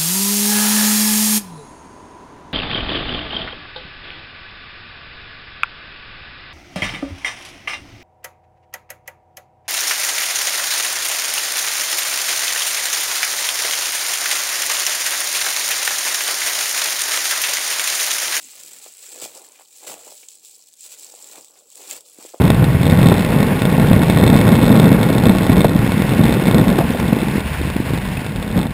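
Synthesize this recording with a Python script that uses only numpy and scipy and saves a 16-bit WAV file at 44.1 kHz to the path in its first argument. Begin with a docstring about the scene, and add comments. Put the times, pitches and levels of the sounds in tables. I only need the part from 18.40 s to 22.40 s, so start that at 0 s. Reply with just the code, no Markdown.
"""A woven sack full of conifer cones is hauled up, dropped on the grass and hauled up again, close by.
Stick-slip friction makes the weave rasp and scrape, and its folds crinkle and snap as they buckle.
Inside, the cones grind, crunch at each heave and knock together in heavily damped impacts.
The load thuds softly on the turf; a short scatter and faint outdoor air lie underneath."""
import sys
import numpy as np
from scipy import signal
from scipy.fft import rfft, irfft
from scipy.io import wavfile

SR = 44100
rng = np.random.default_rng(int(sys.argv[2]) if len(sys.argv) > 2 else 0)


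def transcribe(u):
    """Save the signal u as a 16-bit wav file named by the first command-line argument.

    u: samples, shape (n,) or (channels, n), limited to [-1, 1]; the rate is SR.
    q: integer samples, one column per channel.
    """
    v = np.clip(np.atleast_2d(u).T, -1, 1)
    q = np.round(v * 32767).astype(np.int16)
    wavfile.write(sys.argv[1], SR, q)


N = 176400

# Cloth rubbing, cloth scraping over cones and grass, and cones shifting inside.
# Each row: time in seconds, relative level in dB.
RUBBING = [(0, -42), (.37, -42.5), (.41, -45.5), (.445, -39), (.52, -46), (.57, -48.5), (.62, -42),
           (.79, -40.5), (.9, -44.5), (.98, -43), (1.1, -54), (1.2, -53), (1.25, -55), (1.34, -47.5),
           (1.45, -43), (1.58, -46), (1.69, -43.5), (1.83, -45), (1.88, -51.5), (1.92, -45.5), (2.0, -56),
           (2.06, -43.5), (2.17, -49.5), (2.36, -57.5), (2.44, -37), (2.48, -44.5), (2.53, -39.5),
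           (2.565, -48), (2.63, -42), (2.73, -46.5), (2.83, -45), (2.97, -43), (3.12, -56), (3.19, -51),
           (3.24, -59), (3.38, -43.5), (3.47, -41.5), (3.57, -39), (3.62, -58), (3.66, -49.5), (3.76, -51),
           (3.84, -42.5), (3.92, -46.5), (4, -53.5)]
SCRAPING = [(0, -51.5), (.16, -50), (.38, -51.5), (.42, -52.5), (.47, -54), (.55, -57.5), (.66, -49),
            (.79, -51), (.9, -51.5), (.99, -54), (1.09, -60), (1.16, -52), (1.22, -68), (1.25, -70),
            (1.38, -60), (1.46, -49), (1.58, -53), (1.7, -53.5), (1.82, -64), (1.88, -66), (2.0, -70),
            (2.09, -64.5), (2.2, -70), (2.36, -70), (2.45, -58), (2.53, -50), (2.58, -60.5), (2.64, -55),
            (2.72, -59), (2.86, -53.5), (2.98, -50.5), (3.06, -70.5), (3.17, -71), (3.26, -72),
            (3.33, -64.5), (3.41, -52), (3.47, -47.5), (3.56, -43.5), (3.63, -73.5), (3.75, -61),
            (3.84, -52), (3.93, -55.5), (4, -64)]
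SHIFTING = [(0, -54.5), (.08, -76), (.16, -55), (.42, -60), (.475, -53.5), (.53, -72), (.67, -59),
            (.78, -44.5), (.9, -52.5), (.98, -45), (1.07, -54), (1.17, -59), (1.215, -55), (1.26, -69.5),
            (1.39, -63.5), (1.44, -44.5), (1.57, -48.5), (1.70, -49.5), (1.80, -64), (1.835, -54.5),
            (1.88, -68.5), (2.2, -65.5), (2.41, -83), (2.45, -57), (2.6, -58), (2.75, -52.5), (2.84, -54.5),
            (2.98, -43.5), (3.05, -61.5), (3.17, -55.5), (3.33, -64), (3.4, -48), (3.48, -47.5),
            (3.56, -44), (3.63, -61.5), (3.76, -62), (3.81, -45), (3.9, -56), (3.96, -57), (4, -57)]
# Heaves of the load. Each row: start and length in seconds, relative cloth and cone levels in dB.
HEAVES = [(0.818, 0.035, -31, -42.5), (1.47, 0.055, -34.5, -36.5), (3.5, 0.03, -32.5, -45)]
# Stiff creases snapping. Each row: start in seconds, relative peak level in dB.
SNAPS = [(0.2352, -19.5), (0.2622, -22), (.5702, -24), (.8, -19), (.822, -19), (0.951, -23.5),
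         (1.0663, -31.5), (1.141, -35), (1.4325, -30), (1.541, -19), (1.888, -26), (1.9543, -30),
         (2.049, -25), (2.1912, -47), (2.2846, -35), (2.2873, -30.5), (2.313, -40), (2.3387, -29.5),
         (2.5871, -25.5), (2.596, -23), (2.6452, -22), (2.689, -32), (2.7212, -27.5), (2.817, -31),
         (2.8253, -22), (2.8732, -25), (2.9138, -23.5), (3.046, -25.5), (3.3025, -26), (3.3564, -19),
         (3.511, -12), (3.6077, -25), (3.7854, -29), (3.827, -26), (3.919, -43)]
# Scales catching on cloth. Each row: start in seconds, level in dB, length in seconds, resonance in Hz.
CATCHES = [(0.46, -50, 0.013, 700), (0.826, -46, .008, 1430), (1.189, -54, 0.035, 1090),
           (1.487, -46.5, 0.033, 1033), (1.5405, -38.5, 0.0015, 2380), (1.829, -48, 0.0081, 2540),
           (2.438, -54.5, 0.033, 480), (2.963, -52, 0.005, 2600), (3.155, -61, .03, 1150),
           (3.512, -37, 0.0045, 2760), (3.885, -51.5, 0.0073, 2700)]
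# Cones colliding. Each row: start in seconds, relative level in dB, nominal pitch in Hz.
KNOCKS = [(0.4622, -30.5, 580), (0.775, -32.5, 457), (.8222, -20.5, 507), (.857, -22, 615),
          (.9566, -31.5, 540), (1.1955, -36, 720), (1.2093, -36.5, 790), (1.428, -44, 640),
          (1.4816, -38, 513), (1.514, -29, 775), (1.5405, -28.5, 680), (1.6693, -31, 600),
          (1.721, -32, 671.4), (2.7392, -32, 648), (2.9803, -29.5, 377), (3.406, -35.5, 680),
          (3.5107, -40, 720), (3.7865, -24.5, 339), (3.8497, -23.5, 475), (3.9375, -27.5, 593),
          (3.9432, -18, 570)]
# Modes of a cone. Each row: ratio to the pitch, relative level in dB, 60 dB decay time in seconds.
CONE_MODES = [(1.023, 6.5, 0.0069), (0.742, -0.5, 0.011), (1.64, -11, 0.0079)]
# Weight pressing on the turf. Each row: start in seconds, level in dB, length in seconds.
THUDS = [(0, -62, 0.077), (0.166, -67.5, 0.22), (0.479, -68, 0.029), (0.829, -50, 0.022),
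         (1.051, -88, 0.047), (1.477, -57, 0.079), (2.99, -65, 0.031), (3.522, -60.5, 0.049)]
# Spectral envelopes of the sources. Each row: frequency in Hz, relative gain in dB.
WEAVE_SPECTRUM = [(100, -31), (800, -23), (1800, -34), (2400, -1.5), (3100, -2), (4200, 2), (6000, -0.5),
                  (8000, -2), (10000, -0.5), (12000, -5), (16000, 2.5)]
SCRAPE_SPECTRUM = [(100, -29), (500, -7.5), (1100, -5.5), (1700, -1.5), (2400, 3), (3600, -1), (5500, -8.5),
                   (9000, -5), (16000, -8)]
SNAP_SPECTRUM = [(100, -48), (1200, -25), (2500, -9.5), (4000, 0), (7500, -2.5), (10000, -1.5),
                 (12500, -5.5), (16000, -2)]
GRIND_SPECTRUM = [(30, -28), (70, -31.5), (120, -20), (220, -11), (330, -1.5), (460, 4.5), (680, 0),
                  (850, -1.5), (1200, -7.5), (1700, -16.5), (3000, -54), (8000, -35)]
THUD_SPECTRUM = [(25, -19.5), (70, -30), (120, -5), (220, 1), (330, 3.5), (600, -22), (3000, -75)]
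AIR_SPECTRUM = [(20, -49), (60, -4), (130, 6), (400, 13), (900, 5.5), (2000, -29.5), (8000, -10),
                (16000, 7)]

WEAVE_DB, CRINKLE_DB, SCRAPE_DB, SNAP_DB, GRIND_DB, KNOCK_DB, AIR_DB = -1, -4.5, -1, -2.5, -4, 3, -67
CLUMP_HZ, CLUMP_LIMIT_DB = 79, -32  # clumps of slips merge when the cloth rubs harder than this
REST_DB, CRINKLE_SLOPE = -47, 0.69  # dB of crinkle per dB of rubbing, about REST_DB


def sack(rub_db, scrape_db):
    """Stick-slip friction: threads slip in clumps, folds crinkle, and loaded cloth scrapes."""
    loose = 1 / np.hypot(1, amp(rub_db - CLUMP_LIMIT_DB))
    clumps = wander(rate_hz=CLUMP_HZ) * loose
    rub_db = rub_db + 1.4 * wander(rate_hz=23) * loose
    threads = clicks(per_s=8400, spread_db=4.0, cap=3.47) * amp(1.45 * clumps)
    weave = unit(mic_resonance(colour(threads, WEAVE_SPECTRUM))) * amp(rub_db + WEAVE_DB)
    buckles = clicks(per_s=470, spread_db=4.5, cap=3.5) * amp(1.7 * clumps)
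    folds = grains(buckles, 3150, 11900, cycles=3.6)
    crinkle_db = REST_DB + CRINKLE_SLOPE * (rub_db - REST_DB) + CRINKLE_DB
    crinkle = unit(mic_resonance(colour(folds, WEAVE_SPECTRUM))) * amp(crinkle_db) * loose
    slips = clicks(per_s=2400, spread_db=3.0) * amp(3.1 * clumps)
    scrape = unit(fold_reflection(colour(slips, SCRAPE_SPECTRUM))) * amp(scrape_db + SCRAPE_DB)
    return weave + crinkle + scrape


def fold_reflection(x, delay_s=.0024, sway=0.124, share=0.5):
    """Interference with a reflection off the moving cloth forms a drifting comb filter."""
    n = np.arange(N)
    lag = SR * delay_s * (1 + sway * wander(rate_hz=2.82))
    return x + share * np.interp(n - lag, n, x)


def hauling_levels(scrape_offset_db=-9):
    """Incoherent powers add: each heave raises the rubbing, scraping and shifting levels, in dB."""
    power = amp([curve(RUBBING), curve(SCRAPING), curve(SHIFTING)]) ** 2
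    for start, length, cloth_db, cones_db in HEAVES:
        gains = amp([cloth_db, cloth_db + scrape_offset_db, cones_db])
        power += np.outer(gains, surge(start, length, rise_s=.003, fall_s=.011)) ** 2
    return 10 * np.log10(power)


def crease_snaps(decay_s=0.00094):
    """Buckling: a stiff crease gives way in a sharp burst of noise."""
    t, out = np.arange(SR // 50) / SR, np.zeros(N)
    for start, db in SNAPS:
        burst = rng.standard_normal(len(t)) * np.exp(-t / decay_s)
        snap = mic_resonance(colour(burst, SNAP_SPECTRUM))
        add(out, start, amp(db + SNAP_DB) * snap / abs(snap).max())
    return out


def scale_catches(q=3.5, ring_db=7, fall_s=.002):
    """Friction excites one broad resonance as a cone scale drags along the cloth."""
    t, out = np.arange(SR // 10) / SR, np.zeros(N)
    for start, db, length, hz in CATCHES:
        rasp = colour(rng.standard_normal(len(t)), SCRAPE_SPECTRUM)
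        ring = amp(ring_db) * signal.lfilter(*signal.iirpeak(hz, q, SR), rasp)
        envelope = np.exp(-np.maximum(t - length, 0) / fall_s)
        add(out, start, amp(db) * unit(rasp + ring) * envelope)
    return out


def cone_grinding(shift_db):
    """Superposition: many small muffled impacts of cone on cone merge into a grind."""
    bumps = grains(clicks(per_s=700, spread_db=1.5), 135.13, 1597, cycles=2.9)
    return unit(colour(bumps, GRIND_SPECTRUM)) * amp(shift_db + GRIND_DB)


def cone_knocks(rise_cycles=0.58):
    """An impact excites a cone's damped modes, which die within a few cycles."""
    t, out = np.arange(SR // 20) / SR, np.zeros(N)
    for start, db, hz in KNOCKS:
        ring = sum(amp(level - 60 * t / t60) * np.sin(2 * np.pi * hz * ratio * t)
                   for ratio, level, t60 in CONE_MODES)
        attack = 1 - np.exp(-(t * hz / rise_cycles) ** 2)
        low_cut = signal.butter(3, hz * 0.72, "high", fs=SR)  # a cone hardly radiates below this
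        add(out, start, -amp(db + KNOCK_DB) * signal.lfilter(*low_cut, ring * attack))
    return out


def turf_thuds():
    """Soft contact favours low frequencies: the load rumbles as it presses on the turf."""
    envelope = sum(amp(db) * surge(start, length, rise_s=0.0057, fall_s=0.022)
                   for start, db, length in THUDS)
    return envelope * unit(colour(rng.standard_normal(N), THUD_SPECTRUM))


def scatter(x, echo_db=-12, t60_s=0.18):
    """Scattering from ground and trees adds a short, faint tail."""
    t = np.arange(SR // 2) / SR
    tail = rng.standard_normal(len(t)) * amp(-60 * t / t60_s) * (t > .003)
    return x + amp(echo_db) * signal.fftconvolve(x, tail / np.linalg.norm(tail))[:N]


def outdoor_air():
    """Stationary coloured noise forms the faint ambient floor."""
    return amp(AIR_DB) * unit(colour(rng.standard_normal(N), AIR_SPECTRUM))


def mic_resonance(x, hz=7624, width_hz=765, gain_db=12.5):
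    """The microphone's resonance lifts a narrow band of treble."""
    b, a = signal.iirpeak(hz, hz / width_hz, SR)
    return x + amp(gain_db) * signal.lfilter(b, a, x)


def clicks(per_s, spread_db, cap=3.4):
    """A Poisson process of clicks of either sign, most small and a few large."""
    size = amp(spread_db * np.minimum(rng.exponential(1, N), cap))
    return size * rng.choice([-1, 1], N) * (rng.random(N) < per_s / SR)


def grains(train, low_hz, high_hz, cycles, count=24):
    """Impulse response: each click rings one of many small, heavily damped spots."""
    spot, t, out = rng.integers(0, count, N), np.arange(count * 50) / SR, np.zeros(N)
    for k, hz in enumerate(np.geomspace(low_hz, high_hz, count)):
        ring = np.cos(2 * np.pi * hz * t) * np.exp(-t * hz / cycles)
        out += signal.oaconvolve(train * (spot == k), ring * hz)[:N]
    return out


def colour(x, spectrum, size=2048):
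    """A minimum-phase filter imposes the spectrum, so clicks keep their attack."""
    hz, db = np.transpose(spectrum)
    bin_hz = abs(np.fft.fftfreq(size, 1 / SR))
    log_gain = np.log(amp(np.interp(np.log(bin_hz + 1), np.log(hz), db)))
    taps = np.fft.ifft(np.exp(np.conj(signal.hilbert(log_gain)))).real
    return signal.fftconvolve(x, taps)[:len(x)]


def wander(rate_hz):
    """Band-pass noise gives slow random motion of rms 1."""
    ratio = np.fft.rfftfreq(N, 1 / SR) / rate_hz
    return unit(irfft(rfft(rng.standard_normal(N)) * ratio / (1 + ratio ** 3), N))


def surge(start, length, rise_s, fall_s):
    """Exponential growth, a plateau and exponential decay."""
    t = np.arange(N) / SR - start
    return np.exp(np.minimum(t, 0) / rise_s - np.maximum(t - length, 0) / fall_s)


def curve(points):
    """Linear interpolation of (time, value) rows."""
    return np.interp(np.arange(N) / SR, *np.transpose(points))


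def amp(db):
    """Decibels to amplitude ratio."""
    return 10 ** (np.asarray(db) / 20)


def unit(x):
    """Normalisation to rms 1."""
    return x / np.sqrt(np.mean(x ** 2) + 1e-20)


def add(mix, start_s, sound):
    """Superposes a sound on the mix."""
    part = mix[round(start_s * SR):][:len(sound)]
    part += sound[:len(part)]


def scene():
    """Sound pressures add: cloth, cones, their scatter and the outdoor air."""
    rub_db, scrape_db, shift_db = hauling_levels()
    cloth = sack(rub_db, scrape_db) + crease_snaps() + scale_catches()
    cones = cone_grinding(shift_db) + cone_knocks() + turf_thuds()
    return (scatter(cloth + cones) + outdoor_air())[None]


def record(dry):
    """A linear-phase low-pass filter limits the bandwidth."""
    low_pass = signal.firwin(511, 15950, window=("kaiser", 9), fs=SR)
    return signal.oaconvolve(dry, low_pass[None], "same")


dry = scene()
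out = record(dry)
transcribe(out)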